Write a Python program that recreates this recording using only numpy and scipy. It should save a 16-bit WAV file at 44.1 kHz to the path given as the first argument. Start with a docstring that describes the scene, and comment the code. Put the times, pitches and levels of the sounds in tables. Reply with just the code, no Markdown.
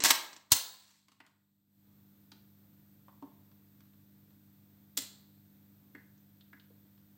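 """In a small room, close by, a record changer stands on a wooden cabinet.
A finger drags the start lever over its catch and lets it snap back: steel contacts, sliding noise, springs.
The motor hums in wavering sines over rumble while the cam knocks, trips a steel latch and moves the tone arm,
each blow a burst of shaped noise with dying modes. Loud contacts duck the gain for over a second.
"""
import sys
import numpy as np
from scipy import signal
from scipy.fft import irfft
from scipy.io import wavfile
from scipy.ndimage import uniform_filter1d, minimum_filter1d

SR = 44100
rng = np.random.default_rng(int(sys.argv[2]) if len(sys.argv) > 2 else 0)


def put_to_file(sound):
    """Save the sound as 16-bit audio at rate SR, in the file named by the first command-line argument."""
    columns = np.atleast_2d(sound).T  # one column per channel
    safe = np.clip(columns, -1, 1)
    whole_steps = np.round(safe * 32767)
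    wavfile.write(sys.argv[1], SR, whole_steps.astype(np.int16))


N = 316197
TIME = np.arange(N) / SR
EDGE_HZ = 15950  # upper edge of the audible band here

# Hiss spectrum, relative: [hz, level_db]; then its rms level in dB
HISS_SPECTRUM = [(880, -41), (1500, -13), (1810, -17), (1960, -17), (2970, -17.5), (3450, -11.5),
                 (5120, -16), (6690, -17), (7320, -17), (8160, -14), (9280, -21), (10800, -19.5),
                 (12600, -9), (13800, 0), (16000, -9)]
HISS_DB = -71
# Motor turning 50 times a second, and the mains buzz: [pitch_hz, rms_level_db]
MOTOR_LINES = [(100, -71), (120, -78.5), (149.9, -73), (199.8, -65.5), (301.7, -75.5), (259, -87)]
# Rumble spectrum of idler wheel and platter, relative: [hz, level_db]; then its mean level in dB rms
RUMBLE_SPECTRUM = [(20, -20), (55, -12.5), (78, -6), (100, 2), (135, -2.5), (220, -4), (275, -2.5),
                   (330, -10), (450, -15), (800, -19.5), (2000, -25), (5000, -41.5)]
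RUMBLE_DB = -70
# Reverberation time of the room: [hz, t60_s]
ROOM_DECAY = [(200, 0.42), (550, 0.65), (1500, .52), (4000, 0.4), (8000, 0.38), (11000, .35), (15500, 0.52)]
# Starting spectrum of the reverberant tail, relative: [hz, level_db]
ROOM_COLOUR = [(100, -15), (280, -1), (700, 1.5), (4000, 2), (8000, 0), (11000, -1), (15500, -3)]
# Early echoes from cabinet and walls: [delay_s, level_db]
ECHOES = [(.0065, -13.5), (0.0108, -13.5), (0.032, -23.5), (0.0471, -18.5)]

# Modes of the plinth: [pitch_hz, level_db, t60_s]
PLINTH_MODES = [(262, -3, 0.18), (290, 0, .15), (346, -9.5, .1), (382, -11.5, .17), (464, -15, 0.26),
                (591, -17.5, 0.21), (697, -20.5, .16), (930, -23, 0.24), (1075, -21, 0.092)]
# Coil springs sing in clusters of close modes: [centre_hz, width_hz, level_db, t60_s]
SPRING_CLUSTERS = [(1730, 800, -19, .75), (4151, 1100, 2.5, 0.65), (7660, 1700, -3, 0.59),
                   (3970, 1700, -29, 2.5), (7850, 1300, -32.5, 2.9)]
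# Colour of the steel linkage, relative: [hz, level_db]
STEEL_COLOUR = [(100, -27), (260, -11), (600, -6.5), (750, -8.5), (950, -2), (1450, -5), (1700, -0.5),
                (2400, -2.5), (2800, -1), (4300, 4), (8200, 2.5), (9800, -7.5), (12000, -4.5),
                (15500, -4.5)]
# Ringing modes of rods and springs: [pitch_hz, level_db, t60_s]
LINKAGE_MODES = [(1728, -7.5, 1), (2537, -5.5, 0.31), (3050, -10.5, 0.63), (4140, -2.5, 0.28),
                 (4707.4, -9.5, 0.36), (4888, -4.5, 0.49), (5500, -9.5, 0.49), (6300, -6, 0.47),
                 (6907, -6.5, 0.31), (8050, -1.5, 0.3), (8376, -4, 0.34), (8597, -1.5, 0.21),
                 (9383, -1, 0.18), (10440, -17, 0.28), (11140, -15, 0.34), (11910, -8.5, 0.27),
                 (13200, -15, 0.28), (13370, -14, 0.36), (14360, -5.5, 0.26), (14600, -4.5, 0.29),
                 (14830, 4, 0.19), (15310, -2.5, 0.19), (15580, -11, 0.28), (15710, -5, 0.2)]

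# Slack in the linkage takes up with dry, unpitched ticks: [start_s, level_db]
TICKS = [(1.083, -41.5), (1.118, -42.5), (1.2641, -41.5), (2.318, -49.5), (3.515, -63.5), (3.805, -59),
         (3.934, -66), (4.305, -68), (6.977, -65)]
TICK_HZ, TICK_SPREAD, TICK_T60_S = 3250, 1.05, 0.021  # spread in octaves
TICK_THUMP_DB = -18  # relative to the tick's level
# The base plate answers every tick: spread in octaves, level relative to the tick
PLATE_HZ, PLATE_DB, PLATE_SPREAD, PLATE_T60_S = 1100, -7.5, 0.57, 0.047

# Cam, latch and arm parts knock: [start_s, level_db, pitch_hz, spread_octaves, thump_db]
KNOCKS = [(1.2019, -34, 1750, 0.64, -49), (2.317, -48, 3988, 0.33, -62.5), (3.0815, -51.5, 880, 0.54, -77),
          (3.224, -46, 880, 0.41, -43.5), (4.975, -23.5, 7320, .16, -77), (5.949, -44, 1780, 0.24, -52),
          (5.982, -54.5, 1700, 0.21, -75), (6.178, -66, 6000, .25, -91), (6.4088, -55, 3600, .2, -92),
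          (6.530, -47, 1709, 0.27, -63.5), (6.597, -55.5, 3400, .35, -80), (6.703, -63, 430, .3, -62.5)]
KNOCK_T60_S, KNOCK_T60_SLOPE = 0.055, -0.54  # dying time at 1 kHz, and its power of the pitch
MOUNT_RATIO, MOUNT_DB, MOUNT_SPREAD = .47, -13, .45  # mount: share of the part's pitch, dB, octaves
KNOCK_TICK_DB = -14.5  # tick of contact, relative to the knock

# Sprung deck modes as the lever hits home: [pitch_hz, level_db, t60_s]
DECK_MODES = [(66.1, -32.5, .1), (95, -18, .08), (120, -16.5, 0.057), (172, -22, 0.027)]
DECK_START_S = .5192
# The lever grinds onto its catch, rides over it, slips from the finger, and slides to rest:
# [start_s, level_db, attack_s, hold_s, release_s]
SLIDES = [(0.045, -10, .003, .015, .014), (0.062, -15.5, .012, .042, .011), (.501, -29.5, .016, .002, .01),
          (.55, -55.5, .2, .17, .21)]
# The start lever clicks over its catch, and the finger shifts on it: [start_s, level_db, t60_s]
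CLICKS = [(.003, -29.5, 0.041), (0.02, -35.5, 0.15), (0.0376, 2, 0.015), (0.0452, -6.5, .08),
          (0.0558, -5, 0.045), (0.1036, -3, .02), (0.1067, 4, .031), (0.3294, -32, 0.045),
          (.3635, -32, .035)]
CLICK_BODY_DB, CLICK_TOP_DB = 5, -.5  # lows and top treble, for a click of 0 dB
CLICK_THUMP_DB, CLICK_SPRING_DB = -32.5, -43.5  # plinth and springs, for a click of 0 dB
TOP_PER_DB, THUMP_PER_DB = 0.65, .55  # harder blows are brighter; thump grows more slowly than crack
# Springs snap the lever back, then the latch shut; body is below about 2 kHz, top above about 11 kHz:
# [start_s, level_db, contact_gap_s, body_db, top_db, thump_db, spring_db]
SNAPS = [(0.5194, 8, .0017, -2, 6.5, -33, -29.5), (4.974, -20, .0038, -4, 6.5, -46, -54.5)]
# In every snap the part trips, hits home, rebounds and settles: [delay_gaps, level_db, t60_s]
BOUNCES = [(-1, -12, .017), (0, 1.5, .014), (0.6, -8, .04), (3.5, -12, .036)]


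def amp(db):
    """Level law: decibels to amplitude ratio."""
    return 10 ** (np.asarray(db) / 20)


def unit(x):
    """Normalisation: scales a signal to rms 1."""
    return x / np.sqrt(np.mean(x ** 2) + 1e-20)


def read(points, hz):
    """Interpolation: reads a table linearly along a log-frequency axis."""
    table_hz, value = np.transpose(points)
    return np.interp(np.log(hz + 1), np.log(table_hz + 1), value)


def add(mix, start_s, sound):
    """Superposition: sums a sound into the mix from a given time."""
    target = mix[max(round(start_s * SR), 0):][:len(sound)]
    target += sound[:len(target)]


def noise(shape, size):
    """Random-phase synthesis: noise of rms 1 with the spectrum shape(hz) in dB, below the band edge."""
    hz = np.fft.rfftfreq(size, 1 / SR)
    magnitude = amp(shape(hz)) * (hz < EDGE_HZ)
    phase = 2 * np.pi * rng.random(len(hz))
    return unit(irfft(magnitude * np.exp(1j * phase), size))


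def drift(rate):
    """Random modulation: a wander of rms 1 through `rate` random knots a second."""
    knots = rng.standard_normal(int(rate * N / SR) + 2)
    return unit(np.interp(TIME * rate, np.arange(len(knots)), knots))


def ring(modes, longest):
    """Modal decay: dying sines, weighted differently at each blow, with t60 capped at `longest` s."""
    t = TIME[:round(.8 * SR)]
    out = np.zeros(len(t))
    for hz, db, t60 in modes:
        fade = amp(db + rng.uniform(-2, 3.2) - 60 * t / min(t60, longest))
        out += fade * np.sin(2 * np.pi * hz * t) * rng.choice([-1, 1])
    return out


def contact(shape, t60, rise):
    """High modal density: a blow into crowded, dying modes is a fading burst of shaped noise."""
    t = TIME[:8192]
    fade = amp(-60 * t / t60) * (1 - np.exp(-t / rise))
    burst = noise(shape, len(t)) * fade
    return burst * np.linalg.norm(fade) / np.linalg.norm(burst)


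def thump(db, rise=0.0021):
    """Inertia: the plinth takes a few milliseconds to swing up under a blow."""
    modes = ring(PLINTH_MODES, longest=.2)
    return amp(db) * modes * (1 - np.exp(-TIME[:len(modes)] / rise))


def springs():
    """Stored vibration: coil springs ring on after a jolt in bands of close modes."""
    t = TIME[:round(1.5 * SR)]
    out = np.zeros(len(t))
    for centre_hz, width_hz, db, t60 in SPRING_CLUSTERS:
        def resonance(hz):
            return -20 * np.log10(1 + (2 * (hz - centre_hz) / width_hz) ** 2)
        out += amp(db - 60 * t / t60) * noise(resonance, len(t))
    return out


def part(db, centre_hz, spread, t60, skirt_db=15, after_db=-24, after_t60=0.36, note_db=-23, note_t60=0.12):
    """Local resonance: a dull blow around the pitch of the struck part, which rings on faintly."""
    def shape(hz):
        octaves = np.log2((hz + 1) / centre_hz)
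        return -skirt_db * np.log(1 + (octaves / spread) ** 2 / 2)

    # a small part has a few distinct modes close around its pitch
    notes_hz = centre_hz * 2 ** (spread * rng.uniform(-0.19, 0.52, size=3))
    out = ring([(hz, note_db, note_t60) for hz in notes_hz], longest=.4)
    add(out, 0, contact(shape, t60, rise=0.0011))
    add(out, 0, amp(after_db) * contact(shape, after_t60, rise=0.003))
    return amp(db) * out


def tick(db):
    """Broadband contact: a dry, wide click with a short answer from the base plate."""
    click = part(db, TICK_HZ, TICK_SPREAD, TICK_T60_S)
    plate = part(db + PLATE_DB, PLATE_HZ, PLATE_SPREAD, PLATE_T60_S)
    return click + plate


def steel(db, t60, body_db, top_db, ring_db=-39, top_ring=1.7):
    """Hard impact: steel strikes steel in a crack that sets rods ringing."""
    tone = [(2200, body_db), (3400, 0), (8000, 0.0035), (11500, top_db)]
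    crack = contact(lambda hz: read(STEEL_COLOUR, hz) + read(tone, hz), t60, rise=0.00047)
    # duller blows wake the highest modes less
    tilt = [(9000, 0), (13000, top_ring * min(top_db - 5, 0))]
    modes = [(hz, mode_db + read(tilt, hz), mode_t60) for hz, mode_db, mode_t60 in LINKAGE_MODES]
    out = amp(ring_db) * ring(modes, longest=.4)
    add(out, 0, crack)
    return amp(db) * out


def microphone_hiss():
    """Self-noise: the microphone's own steady, coloured hiss."""
    return amp(HISS_DB) * noise(lambda hz: read(HISS_SPECTRUM, hz), N)


def room(x, wet_db=-10.5, build=.012):
    """Reverberation by convolution: early echoes and a tail whose decay depends on frequency."""
    hz, t, grid = signal.stft(rng.standard_normal(SR), SR, nperseg=256)
    start_db = read(ROOM_COLOUR, hz)[:, None]
    grid = grid * amp(start_db - 60 * t / read(ROOM_DECAY, hz)[:, None])
    tail = signal.istft(grid, SR, nperseg=256)[1][:SR]
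    tail = tail * (1 - np.exp(-TIME[:SR] / build))
    tail *= amp(wet_db) / np.linalg.norm(tail)
    for delay_s, db in ECHOES:
        add(tail, delay_s, amp([db]))
    return x + signal.fftconvolve(x, tail)[:N]


def motor(waver_db=0.5, wobble=0.12):
    """Periodic excitation: hum lines waver in level and phase over idler wheel and platter rumble."""
    hum = np.zeros(N)
    for hz, db in MOTOR_LINES:
        level = amp(db + waver_db * drift(rate=17)) * np.sqrt(2)  # rms to peak
        phase = 2 * np.pi * (hz * TIME + rng.random()) + wobble * drift(rate=9.8)
        hum += level * np.sin(phase)
    rumble = noise(lambda hz: read(RUMBLE_SPECTRUM, hz), N)
    return hum + rumble * amp(RUMBLE_DB + .9 * drift(rate=7.9))


def ticks():
    """Backlash: light contacts take up slack in the linkage, alike but for their strength."""
    out = np.zeros(N)
    for start_s, db in TICKS:
        add(out, start_s, tick(db))
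        add(out, start_s, thump(db + TICK_THUMP_DB))
    return out


def knocks():
    """Coupled resonance: a tick of contact, part and mount ringing, and a thump in the plinth."""
    out = np.zeros(N)
    for start_s, db, hz, spread, thump_db in KNOCKS:
        t60 = KNOCK_T60_S * (hz / 1000) ** KNOCK_T60_SLOPE  # higher parts die sooner
        add(out, start_s, tick(db + KNOCK_TICK_DB))
        add(out, start_s, part(db, hz, spread, t60))
        add(out, start_s, part(db + MOUNT_DB, hz * MOUNT_RATIO, MOUNT_SPREAD, t60))
        add(out, start_s, thump(thump_db))
    return out


def lever_return():
    """Sprung mass: the deck rocks in low modes as the released lever hits home."""
    out = np.zeros(N)
    t = TIME[:SR // 2]
    rocking = sum(amp(db - 60 * t / t60) * np.cos(2 * np.pi * hz * t) for hz, db, t60 in DECK_MODES)
    add(out, DECK_START_S, (1 - np.exp(-t / 0.0013)) * rocking)
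    return out


def scrape(grain_db=3, body_db=3, top_db=-1):
    """Sliding friction: many tiny slips of steel on steel; each stroke swells, holds and lets go."""
    tone = [(300, -2), (900, body_db), (2300, body_db), (3400, 0), (8000, 0), (11500, top_db)]
    force = np.zeros(N)
    for start_s, db, attack, hold, release in SLIDES:
        corners_s = start_s + np.cumsum([0, attack, hold, release])
        force += amp(db) * np.interp(TIME, corners_s, [0, 1, 1, 0]) ** 2
    grain = amp(grain_db * drift(rate=640))
    return force * grain * noise(lambda hz: read(STEEL_COLOUR, hz) + read(tone, hz), N)


def clicks():
    """Impact strength: it sets the brightness, spring ring and thump of single lever contacts."""
    out = np.zeros(N)
    for start_s, db, t60 in CLICKS:
        add(out, start_s, steel(db, t60, CLICK_BODY_DB, CLICK_TOP_DB + TOP_PER_DB * db))
        add(out, start_s, amp(CLICK_SPRING_DB + db) * springs())
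        add(out, start_s, thump(CLICK_THUMP_DB + THUMP_PER_DB * db))
    return out


def snaps():
    """Rebound: a sprung part hits home in a quick bounce of contacts, jolting springs and plinth."""
    out = np.zeros(N)
    for start_s, db, gap_s, body_db, top_db, thump_db, spring_db in SNAPS:
        for gaps, bounce_db, t60 in BOUNCES:
            blow = steel(db + bounce_db, t60, body_db, top_db + TOP_PER_DB * bounce_db)
            add(out, start_s + gaps * gap_s, blow)
        add(out, start_s, amp(spring_db) * springs())
        add(out, start_s, thump(thump_db))
    return out


def scene():
    """Superposition: the mechanism with its room echo, then deck, motor and hiss without it."""
    mechanism = ticks() + knocks() + scrape() + clicks() + snaps()
    return (microphone_hiss() + motor() + room(mechanism) + lever_return())[None]


def record(dry, threshold_db=-21, depth_db=14, hold=1.12, recovery=0.12):
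    """Gain control: loud contacts cut the gain at once, hold it (s), then let it recover (s)."""
    power = abs(uniform_filter1d(dry[0] ** 2, size=180))  # mean over about 4 ms
    power_db = 10 * np.log10(power + 1e-12)
    over_db = np.clip(power_db - threshold_db, 0, depth_db)
    # the largest excess of the past hold time
    span = 2 * round(hold * SR / 2) + 1
    held_db = -minimum_filter1d(-over_db, span, origin=span // 2, mode="constant")
    r = np.exp(-1 / (recovery * SR))
    duck_db = np.maximum(held_db, signal.lfilter([1 - r], [1, -r], held_db))
    rounded = np.tanh(dry * amp(-duck_db))  # soft peaks
    low_pass = signal.firwin(511, EDGE_HZ, window=("kaiser", 8), fs=SR)
    return signal.oaconvolve(rounded, low_pass[None], "same")


dry = scene()
out = record(dry)
put_to_file(out)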